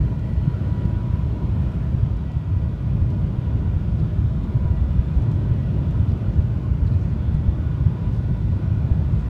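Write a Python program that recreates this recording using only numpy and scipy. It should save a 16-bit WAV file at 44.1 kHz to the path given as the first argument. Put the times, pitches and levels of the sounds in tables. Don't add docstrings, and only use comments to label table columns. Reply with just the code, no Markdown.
import sys
import numpy as np
from scipy import signal
from scipy.fft import rfft, irfft
from scipy.io import wavfile
from scipy.ndimage import uniform_filter1d

SR = 44100
rng = np.random.default_rng(int(sys.argv[2]) if len(sys.argv) > 2 else 0)


def master(y):
    cut = np.clip(np.atleast_2d(y).T, -1, 1)
    pcm = np.round(cut * 32767)
    wavfile.write(sys.argv[1], SR, pcm.astype(np.int16))


N = 409688
T = np.arange(N) / SR


def gain_of(db):
    return 10 ** (np.asarray(db) / 20)


def evened(x):
    return x / np.sqrt(np.mean(abs(x) ** 2) + 1e-20)


def level(rows, column):
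    rows = np.asarray(rows)
    return gain_of(np.interp(T, rows[:, 0], rows[:, column]))


def add(mix, start_s, sound):
    part = mix[round(start_s * SR):][:len(sound)]
    part += sound[:len(part)]


def tint(spectrum, peaks):
    f = np.fft.rfftfreq(N, 1 / SR)
    hz, db = np.transpose(spectrum)
    colour = np.interp(np.log(f + 1), np.log(hz), db)
    for centre, width, lift in peaks:
        colour = colour + lift / (1 + (2 * (f - centre) / width) ** 2)
    return colour


def noise(spectrum, peaks=(), ripple_db=0):
    modes = np.arange(0, SR / 2, 16)
    ripple = rng.standard_normal(len(modes)) / (1 + (modes / 3500) ** 4)
    fine = ripple_db * np.interp(np.fft.rfftfreq(N, 1 / SR), modes, ripple)
    colour = tint(spectrum, peaks) + fine
    return evened(irfft(rfft(rng.standard_normal(N)) * gain_of(colour), N))


def wander(rate_hz):
    points_per_s = 400
    hz = np.fft.fftfreq(4096, 1 / points_per_s)
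    a, b = rng.standard_normal((2, len(hz)))
    z = np.fft.ifft((a + 1j * b) / (1 + (hz / rate_hz) ** 2))
    return evened(np.interp(T, np.arange(len(z)) / points_per_s, z))


def steadied(x, span_s):
    size = max(int(span_s * SR), 2)
    power = uniform_filter1d(uniform_filter1d(x ** 2, size), size)
    return x / np.sqrt(power + 1e-9)


# start in seconds,
# length in seconds, level in dB before the sound swells and fades, centre in Hz.
SWISHES = [(.3, 0.68, -70.5, 4000), (1.448, 0.73, -80, 8000), (3.155, 0.09, -76, 9000),
           (3.964, 0.07, -63, 4730), (5.106, 0.15, -72, 7000), (6.055, .11, -64, 4780),
           (6.26, .17, -72, 6400), (6.849, .05, -59, 4170), (6.878, .1, -63, 4300), (6.85, .13, -75, 8400),
           (6.9, 0.28, -68, 6700), (8.09, 0.12, -66, 5400), (8.115, 0.075, -71, 9200),
           (9.16, 0.078, -71, 7500)]
# frequency in Hz, relative level in dB.
CLICK = [(1000, -22), (3000, 10.5), (5000, 5.5), (7500, -5.5), (10000, -4), (15000, -13)]
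# frequency in Hz, width in Hz, lift in dB.
CLICK_PEAKS = [(4000, 500, 4.5), (6350, 350, 4), (6780, 250, -2.5), (7300, 400, 4.5), (7850, 300, -3),
               (8450, 600, 5), (9600, 400, 3.5)]
CLICKS_PER_S, CLICK_DB = 700, 4.5


def swishes():
    clicks = (rng.random(N) < CLICKS_PER_S / SR) * rng.choice([-1, 1], N)
    clicks = clicks * gain_of(CLICK_DB * np.minimum(rng.exponential(1, N), 3))
    spray = irfft(rfft(clicks) * gain_of(tint(CLICK, CLICK_PEAKS)), N)
    out = np.zeros(N)
    for start_s, length_s, db, hz in SWISHES:
        size = int(length_s * SR)
        raw = np.roll(spray, -round(start_s * SR))[:size]
        peak = signal.iirpeak(hz, 1.9, fs=SR)
        swish = signal.lfilter(*peak, signal.lfilter(*peak, raw))
        add(out, start_s, gain_of(db) * evened(swish + 0.2 * raw) * np.hanning(size))
    return out


# start in seconds, length in seconds,
# level in dB before the blip swells and fades, pitch in Hz.
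BLIPS = [(0.245, 0.092, -46.5, 640), (4.078, 0.1, -47, 600), (6.506, .1, -61.5, 1590),
         (6.61, 0.1, -51, 1070)]


def blips():
    out = np.zeros(N)
    waver = 1 + .5 * wander(rate_hz=25)
    for start_s, length_s, db, hz in BLIPS:
        size = int(length_s * SR)
        turn = np.exp(2j * np.pi * hz * T[:size])
        blip = (waver[round(start_s * SR):][:size] * turn).real
        add(out, start_s, gain_of(db) * evened(blip) * np.hanning(size))
    return out


# start in seconds, level in dB before a shared lift,
# time in seconds for the tail to fall by 60 dB.
TICKS = [(.193, -64, .06), (.337, -63, .05), (.543, -64, .09), (.852, -62, .08), (1.618, -63, .14),
         (1.718, -63, .1), (2.168, -63, .12), (2.317, -62, .14), (3.103, -60, .12), (4.439, -62, .06),
         (5.221, -62, .17), (5.315, -58, .13), (5.344, -65, .06), (5.908, -61, .09), (6.089, -61, .15),
         (6.117, -64, .08), (6.175, -67, .05), (6.867, -62, .08), (7.343, -62, .07), (8.127, -65, .08),
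         (8.162, -64, .08), (9.195, -66, .09)]
# frequency in Hz, relative level in dB.
TICK = [(600, -22), (2000, -8.5), (4000, 5.5), (7000, -1), (11000, -11.5), (15000, -11.5)]
CRACK_T60_S, TICK_TAIL_DB = .016, -6


def trim():
    out, scatter = np.zeros(N), noise(TICK)
    t = T[:SR // 4]
    for start_s, db, t60_s in TICKS:
        pick = rng.integers(N - len(t))
        snap = gain_of(-60 * t / CRACK_T60_S)
        tail = gain_of(TICK_TAIL_DB - 60 * t / t60_s)
        add(out, start_s, scatter[pick:pick + len(t)] * gain_of(db + 2.3) * (snap + tail))
    return out


POLE_HZ, PHASES = 80.935, 3
# the multiples of the pole rate, then the level of each in dB.
HUM_ORDERS = [2, 5, 7, 9, 11, 14, 15, 17, 21, 27, 30, 36, 43, 48]
HUM_DB = [-43.5, -56, -63.5, -64, -67, -68.5, -67, -73, -80, -82, -82, -79.5, -80.5, -85.5]
# time in seconds, level in dB.
HUM_SWELL = [(0, -56.5), (1.2, -59.5), (1.8, -57), (2.3, -61), (4.1, -61.5), (6.5, -63.5), (9.29, -60.5)]
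# multiples of a third of the pole rate, then the level of each in dB.
WINDING_ORDERS = [7, 8, 10, 13, 14, 16, 26, 28]
WINDING_DB = [-44, -51, -55, -58.5, -58, -62, -67, -68.5]
# the multiples of the pole rate, then a change in dB for the whole of each tone.
SLOT_ORDERS = [12, 18, 24]
SLOT_DB = [-1.5, 0.1, 0.5]
# time in seconds, level in dB before the change for the whole tone.
WHINE_LOW = [(0.0, -58), (0.14, -50), (0.2, -66), (0.5, -46.5), (0.58, -60), (0.7, -50.0), (0.96, -49),
             (1.06, -52), (1.14, -48), (1.3, -56), (1.44, -47.5), (1.48, -61), (1.68, -53), (2.16, -62),
             (2.56, -57), (3.04, -71), (3.1, -49), (3.3, -61), (3.48, -51), (3.64, -65.0), (3.72, -56),
             (4.24, -64.0), (4.68, -48), (4.84, -64.0), (5.2, -53.0), (5.28, -66.5), (5.44, -53),
             (5.7, -69), (5.78, -53), (6.12, -64), (6.36, -55.0), (6.42, -61), (6.72, -73), (6.82, -54),
             (6.96, -65.0), (7.52, -62), (7.72, -64), (8.04, -50.5), (8.24, -62), (8.3, -55), (8.64, -66),
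             (8.68, -53.5), (9.08, -66), (9.28, -53.0)]
WHINE_MID = [(0.0, -67), (0.56, -69), (0.66, -55), (0.88, -68.0), (0.98, -56), (1.06, -72), (1.5, -69.5),
             (1.56, -66), (1.92, -75), (2.24, -60.5), (2.38, -69.5), (2.72, -60.5), (3.08, -68.5),
             (3.16, -61), (3.42, -68), (3.48, -61), (5.18, -71), (5.3, -61), (5.5, -66), (5.68, -60),
             (5.76, -71), (6.22, -63), (6.28, -66), (6.9, -63.0), (7.2, -68), (7.28, -55), (7.36, -70),
             (7.56, -71), (7.6, -57.5), (8.12, -65.0), (8.2, -55), (8.3, -62), (9.02, -63), (9.28, -66)]
WHINE_HIGH = [(0.0, -71.0), (0.16, -72.0), (0.22, -61), (0.62, -66), (0.84, -59), (0.9, -71.5), (2.18, -75),
              (2.26, -61), (2.42, -69), (2.62, -65), (3.32, -74.5), (3.44, -73), (3.74, -64), (3.82, -73.5),
              (4.66, -75), (4.78, -56), (4.84, -76), (4.94, -62), (5.04, -73), (5.32, -62.0), (5.5, -67),
              (5.66, -61.0), (5.74, -73.5), (7.02, -73), (7.1, -63), (7.16, -80), (7.4, -63.5), (8.0, -75),
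              (8.04, -65.0), (8.1, -73), (8.32, -64.0), (8.9, -73.5), (8.98, -64), (9.04, -77), (9.22, -78),
              (9.28, -62)]
# share of power smeared at first (0 to 1), the same later,
# width of the smear in Hz.
SLOT_SMEAR = [(.3, .72, 11), (.3, .1, 10), (.35, .3, 10)]
SMEAR_CHANGE_S = [1.5, 2.3]
SLOT_STEADY = 0.65


def motor():
    pole_hz = POLE_HZ + 0.049 * wander(rate_hz=0.67).real
    phase = 2 * np.pi * np.cumsum(pole_hz) / SR

    def tone(order, smear, width_hz, steady=0):
        smear = np.clip(smear, 0, 1)
        beat = np.sqrt(1 - smear) + np.sqrt(smear) * wander(rate_hz=width_hz)
        beat = evened(beat / (abs(beat) + .1) ** steady)
        turn = np.exp(1j * (order * phase + 2 * np.pi * rng.random()))
        return np.sqrt(2) * (beat * turn).real

    out = level(HUM_SWELL, column=1) * tone(order=8, smear=0.54, width_hz=4.0)
    for order, db in zip(HUM_ORDERS, HUM_DB):
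        out += gain_of(db) * tone(order, smear=0.55, width_hz=1.6)
    for order, db in zip(WINDING_ORDERS, WINDING_DB):
        out += gain_of(db) * tone(order / PHASES, smear=0.37, width_hz=1.6)
    whines = (WHINE_LOW, WHINE_MID, WHINE_HIGH)
    for order, curve, db, (first, later, width_hz) in zip(SLOT_ORDERS, whines, SLOT_DB, SLOT_SMEAR):
        smear = np.interp(T, SMEAR_CHANGE_S, (first, later))
        whine = tone(order, smear, width_hz, SLOT_STEADY)
        out += gain_of(db) * level(curve, column=1) * whine
    return out


# time in seconds, centre in Hz, level in dB before a shared cut.
HISS_BAND = [(0,3200,-73), (.9,3250,-64.5), (1.25,3370,-66), (1.6,3290,-67), (2,3140,-69.5), (2.9,3385,-70),
             (3.35,3460,-67), (3.6,3480,-67), (4.3,3480,-67.5), (5,3450,-68), (5.35,3330,-63),
             (5.601,3300,-67.5), (5.85,3480,-63), (6.15,3450,-68), (6.45,3510,-77), (6.95,3510,-80),
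             (7.2,3400,-61), (7.6,3476,-66.5), (8.6,3475,-68.5), (9.29,3470,-67.5)]
HISS_WIDTH_HZ = 330


def hiss_band():
    s, hz, _ = np.transpose(HISS_BAND)
    a, b = rng.standard_normal((2, N))
    narrow = signal.lfilter(*signal.butter(2, HISS_WIDTH_HZ / 2, fs=SR), a + 1j * b)
    turn = np.exp(2j * np.pi * np.cumsum(np.interp(T, s, hz)) / SR)
    return gain_of(-2.3) * evened((narrow * turn).real) * level(HISS_BAND, column=2)


EDDY_TOP_HZ = 4200
THREAD_DB = 1.3


def turbulent(x, patchy_db):
    hz, _, z = signal.stft(x, SR, nperseg=1024, noverlap=768)

    def patches(size, top_hz):
        field = uniform_filter1d(rng.standard_normal(z.shape), size=3, axis=0)
        return evened(uniform_filter1d(field, size=size, axis=1)) / (1 + (hz[:, None] / top_hz) ** 4)

    eddies = patchy_db * patches(size=20, top_hz=EDDY_TOP_HZ)
    threads = THREAD_DB * patches(size=80, top_hz=8000)
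    _, uneven = signal.istft(z * gain_of(eddies + threads), nperseg=1024, noverlap=768)
    return evened(uneven[:N])


# time in seconds, change in dB of the floor's heave,
# change in dB of the panels' boom.
LULLS = [(.16, -6, -4), (.25, -3, -0.5), (.31, 6, -2), (.61, -5, -1.5), (1.05, -9, -1), (1.38, -5.5, -6.5),
         (1.72, -2, -4), (2.2, -3.5, -8.5), (2.32, -5, -4), (2.44, -18, -3), (2.77, -7, -13),
         (3.13, -7, -1.5), (3.32, -6, -2), (3.44, -6, -2.5), (3.8, -3, -1.5), (3.87, -4, -1.5),
         (4.1, -7, -5), (4.42, -2.5, -4.5), (5.07, -3, -6), (5.28, -7.5, 3.5), (5.73, -5, 1),
         (6.22, -4, -0.5), (6.48, -1, 0.5), (6.62, -5, -6), (6.78, -5, -7), (7.03, -2, 1.5),
         (7.56, -1, -1.5), (7.97, -9, -1), (8.38, -1, -6), (8.6, -8, -3.5), (9.22, -2.5, -13)]
LULL_S = .04


def lulls(column):
    total = 0
    for row in LULLS:
        total = total + row[column] * np.exp(-np.minimum(((T - row[0]) / LULL_S) ** 2, 20))
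    return total


# time in seconds, then levels in dB,
# before each layer's small fixed change, of the floor's heave, panels' boom, walls' drone and air rush.
RIDE = [(0,-18.5,-17.5,-28.5,-49.5), (0.25,-26,-23.5,-31.5,-50.5), (0.6,-26.5,-22,-29,-49.5),
        (1.2,-22.5,-21.5,-29.5,-50), (1.75,-22,-23.5,-29.5,-49.5), (2.3,-22,-24.5,-32.5,-52),
        (3,-25,-20,-29.5,-51), (3.6,-20.5,-25.5,-30.5,-51), (4.1,-21,-20,-29.5,-50.5),
        (4.7,-21.5,-27.5,-30,-50.5), (5.3,-23,-20.5,-29.5,-50), (5.8,-24.5,-22.5,-27.5,-50),
        (6.5,-23,-20.5,-30,-50.5), (7.2,-23.5,-24,-30,-51), (8,-23,-22.5,-30,-50.5),
        (8.8,-23.5,-21,-29.5,-50.5), (9.29,-20,-23,-28.5,-49.5)]
# frequency in Hz, relative level in dB.
DRONE = [(100, -26), (150, 3), (185, -2.5), (220, -5), (250, -12), (275, -11), (345, -14.5), (410, -21.5),
         (510, -22.5), (640, -23), (710, -31), (860, -34), (1200, -39.5), (4000, -93)]
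RUSH = [(200, -19.5), (700, -2), (1020, 4.5), (1130, -2.5), (1430, 0), (1600, -5.5), (2050, -7.5),
        (2450, -9.5), (2900, -9.5), (3400, -11), (4500, -18), (7000, -27), (10000, -32.5), (15000, -35)]
# frequency in Hz, width in Hz, lift in dB.
PANE = [(1360, 160, 0.3), (2440, 130, 3), (3150, 100, 0), (3450, 330, -2.5), (5600, 250, 1),
        (6850, 500, 1.5)]
DRONE_LULL = 0.16


def shell():
    drone = steadied(noise(DRONE, ripple_db=0.73), span_s=0.13) * level(RIDE, column=3)
    drone = drone * gain_of(DRONE_LULL * lulls(column=2))
    rush = turbulent(noise(RUSH, PANE), patchy_db=1.5) * level(RIDE, column=4)
    return gain_of(0.36) * drone + gain_of(0.78) * rush


# frequency in Hz, relative level in dB.
HEAVE = [(15, -57.5), (32, -31.5), (42, -17.5), (51, 2), (62, 4.5), (80, -1.5), (92, -6), (110, -15),
         (200, -56), (500, -90)]
BOOM = [(30, -50.5), (70, -13), (90, -5), (105, -0.5), (130, -1.5), (150, -6.5), (170, -18.5), (220, -27),
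        (400, -56.5), (1200, -99)]
SWAY = [(8, -31), (22, -16), (32, -11), (42, -5), (52, -1), (85, -7), (130, -18), (400, -70)]
# frequency in Hz, width in Hz, lift in dB.
BODY_MODES = [(82, 30, 3), (106, 2.1, 4)]
THROB_HZ = 4.8


def rumble():
    throb = evened(wander(rate_hz=THROB_HZ).real)
    heave = steadied(noise(HEAVE, BODY_MODES), span_s=0.07)
    heave = heave * level(RIDE, column=1) * gain_of(-1.5 + throb)
    boom = steadied(noise(BOOM, BODY_MODES), span_s=.05)
    boom = boom * level(RIDE, column=2) * gain_of(-1.43 + throb)
    sway = steadied(noise(SWAY), span_s=0.1) * gain_of(-39.5 + throb)
    return (heave + sway) * gain_of(lulls(column=1)) + boom * gain_of(lulls(column=2))


# time in seconds, peak in dB before a shared cut,
# pitch of the thump in Hz, length in seconds.
JOLTS = [(0.017,-8.5,79,0.012), (0.378,-9.5,80,0.018), (0.48,-6.5,133,0.0072), (0.723,-11.5,84,0.016),
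         (0.856,-7.5,108,0.0084), (0.971,-11.5,83,0.015), (1.14,-8.5,101,0.011), (1.533,-15,89,0.019),
         (1.95,-7.5,93,0.0056), (2.036,-5.5,98,0.011), (2.369,-10,100,.010), (2.536,-14,95.7,0.042),
         (2.572,-10.5,85,0.015), (2.641,-9,94.7,0.0077), (3.025,-8.5,71.6,0.012), (3.246,-10.5,84,0.016),
         (3.387,-9.5,101,0.0077), (3.554,-8.5,97,0.012), (3.767,-9.5,79.3,0.014), (4.032,-12,137.5,0.021),
         (4.25,-7.5,105,0.012), (4.558,-9.5,120,0.021), (4.656,-8,105,0.0071), (4.711,-8,89,0.013),
         (4.819,-10,80,0.017), (4.845,-12.5,63,0.039), (4.993,-5,68,0.011), (5.175,-7.5,65,0.025),
         (5.345,-13,82,0.0093), (5.518,-6.5,95,0.011), (6.002,-6.5,97,0.011), (6.04,-12.5,100,0.015),
         (6.092,-9.5,101,0.016), (6.135,-8,104,0.011), (6.395,-5,81.5,0.017), (6.5,-16.5,125,.02),
         (6.68,-15,130,.018), (6.718,-8.5,86,0.013), (6.829,-8.5,66.5,0.022), (6.86,-10,107,0.013),
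         (6.925,-12,119,0.022), (6.963,-10.5,91,0.034), (7.349,-5.5,85,0.0067), (7.488,-6,73,0.015),
         (7.867,-4.5,97,0.011), (8.313,-7.5,120.6,0.0064), (8.529,-13.5,90,0.032), (8.719,-11,96.5,0.015),
         (8.849,-9,103,0.011), (8.919,-4.5,73,0.0089), (8.996,-8.5,112.4,0.0093), (9.142,-8.5,122,0.011)]
JOLT_RISE, JOLT_FALL = 0.57, 0.62
JOLT_TAKEOVER = 0.71


def jolted(shaking):
    thumps, free = np.zeros(N), np.ones(N)
    for peak_s, db, hz, length_s in JOLTS:
        near = abs(T - peak_s) < 4 * length_s
        since = T[near] - peak_s
        span = length_s * np.where(since < 0, JOLT_RISE, JOLT_FALL)
        swell = np.exp(-(since / span) ** 2)
        thumps[near] += gain_of(db) * swell * np.cos(2 * np.pi * (hz * since + rng.random()))
        free[near] *= 1 - np.clip(JOLT_TAKEOVER, 0, 1) * swell
    return free * shaking + gain_of(-0.5) * thumps


def scene():
    body = jolted(rumble())
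    small_sounds = trim() + blips() + swishes()
    return (body + shell() + hiss_band() + motor() + small_sounds)[None]


EDGE_HZ = 15300


def record(dry):
    fade = np.clip(np.minimum(T, T[-1] - T) / .006, 0, 1)
    low_pass = signal.firwin(511, EDGE_HZ, window=("kaiser", 9), fs=SR)
    return signal.oaconvolve(dry * fade, low_pass[None], "same")


dry = scene()
out = record(dry)
master(out)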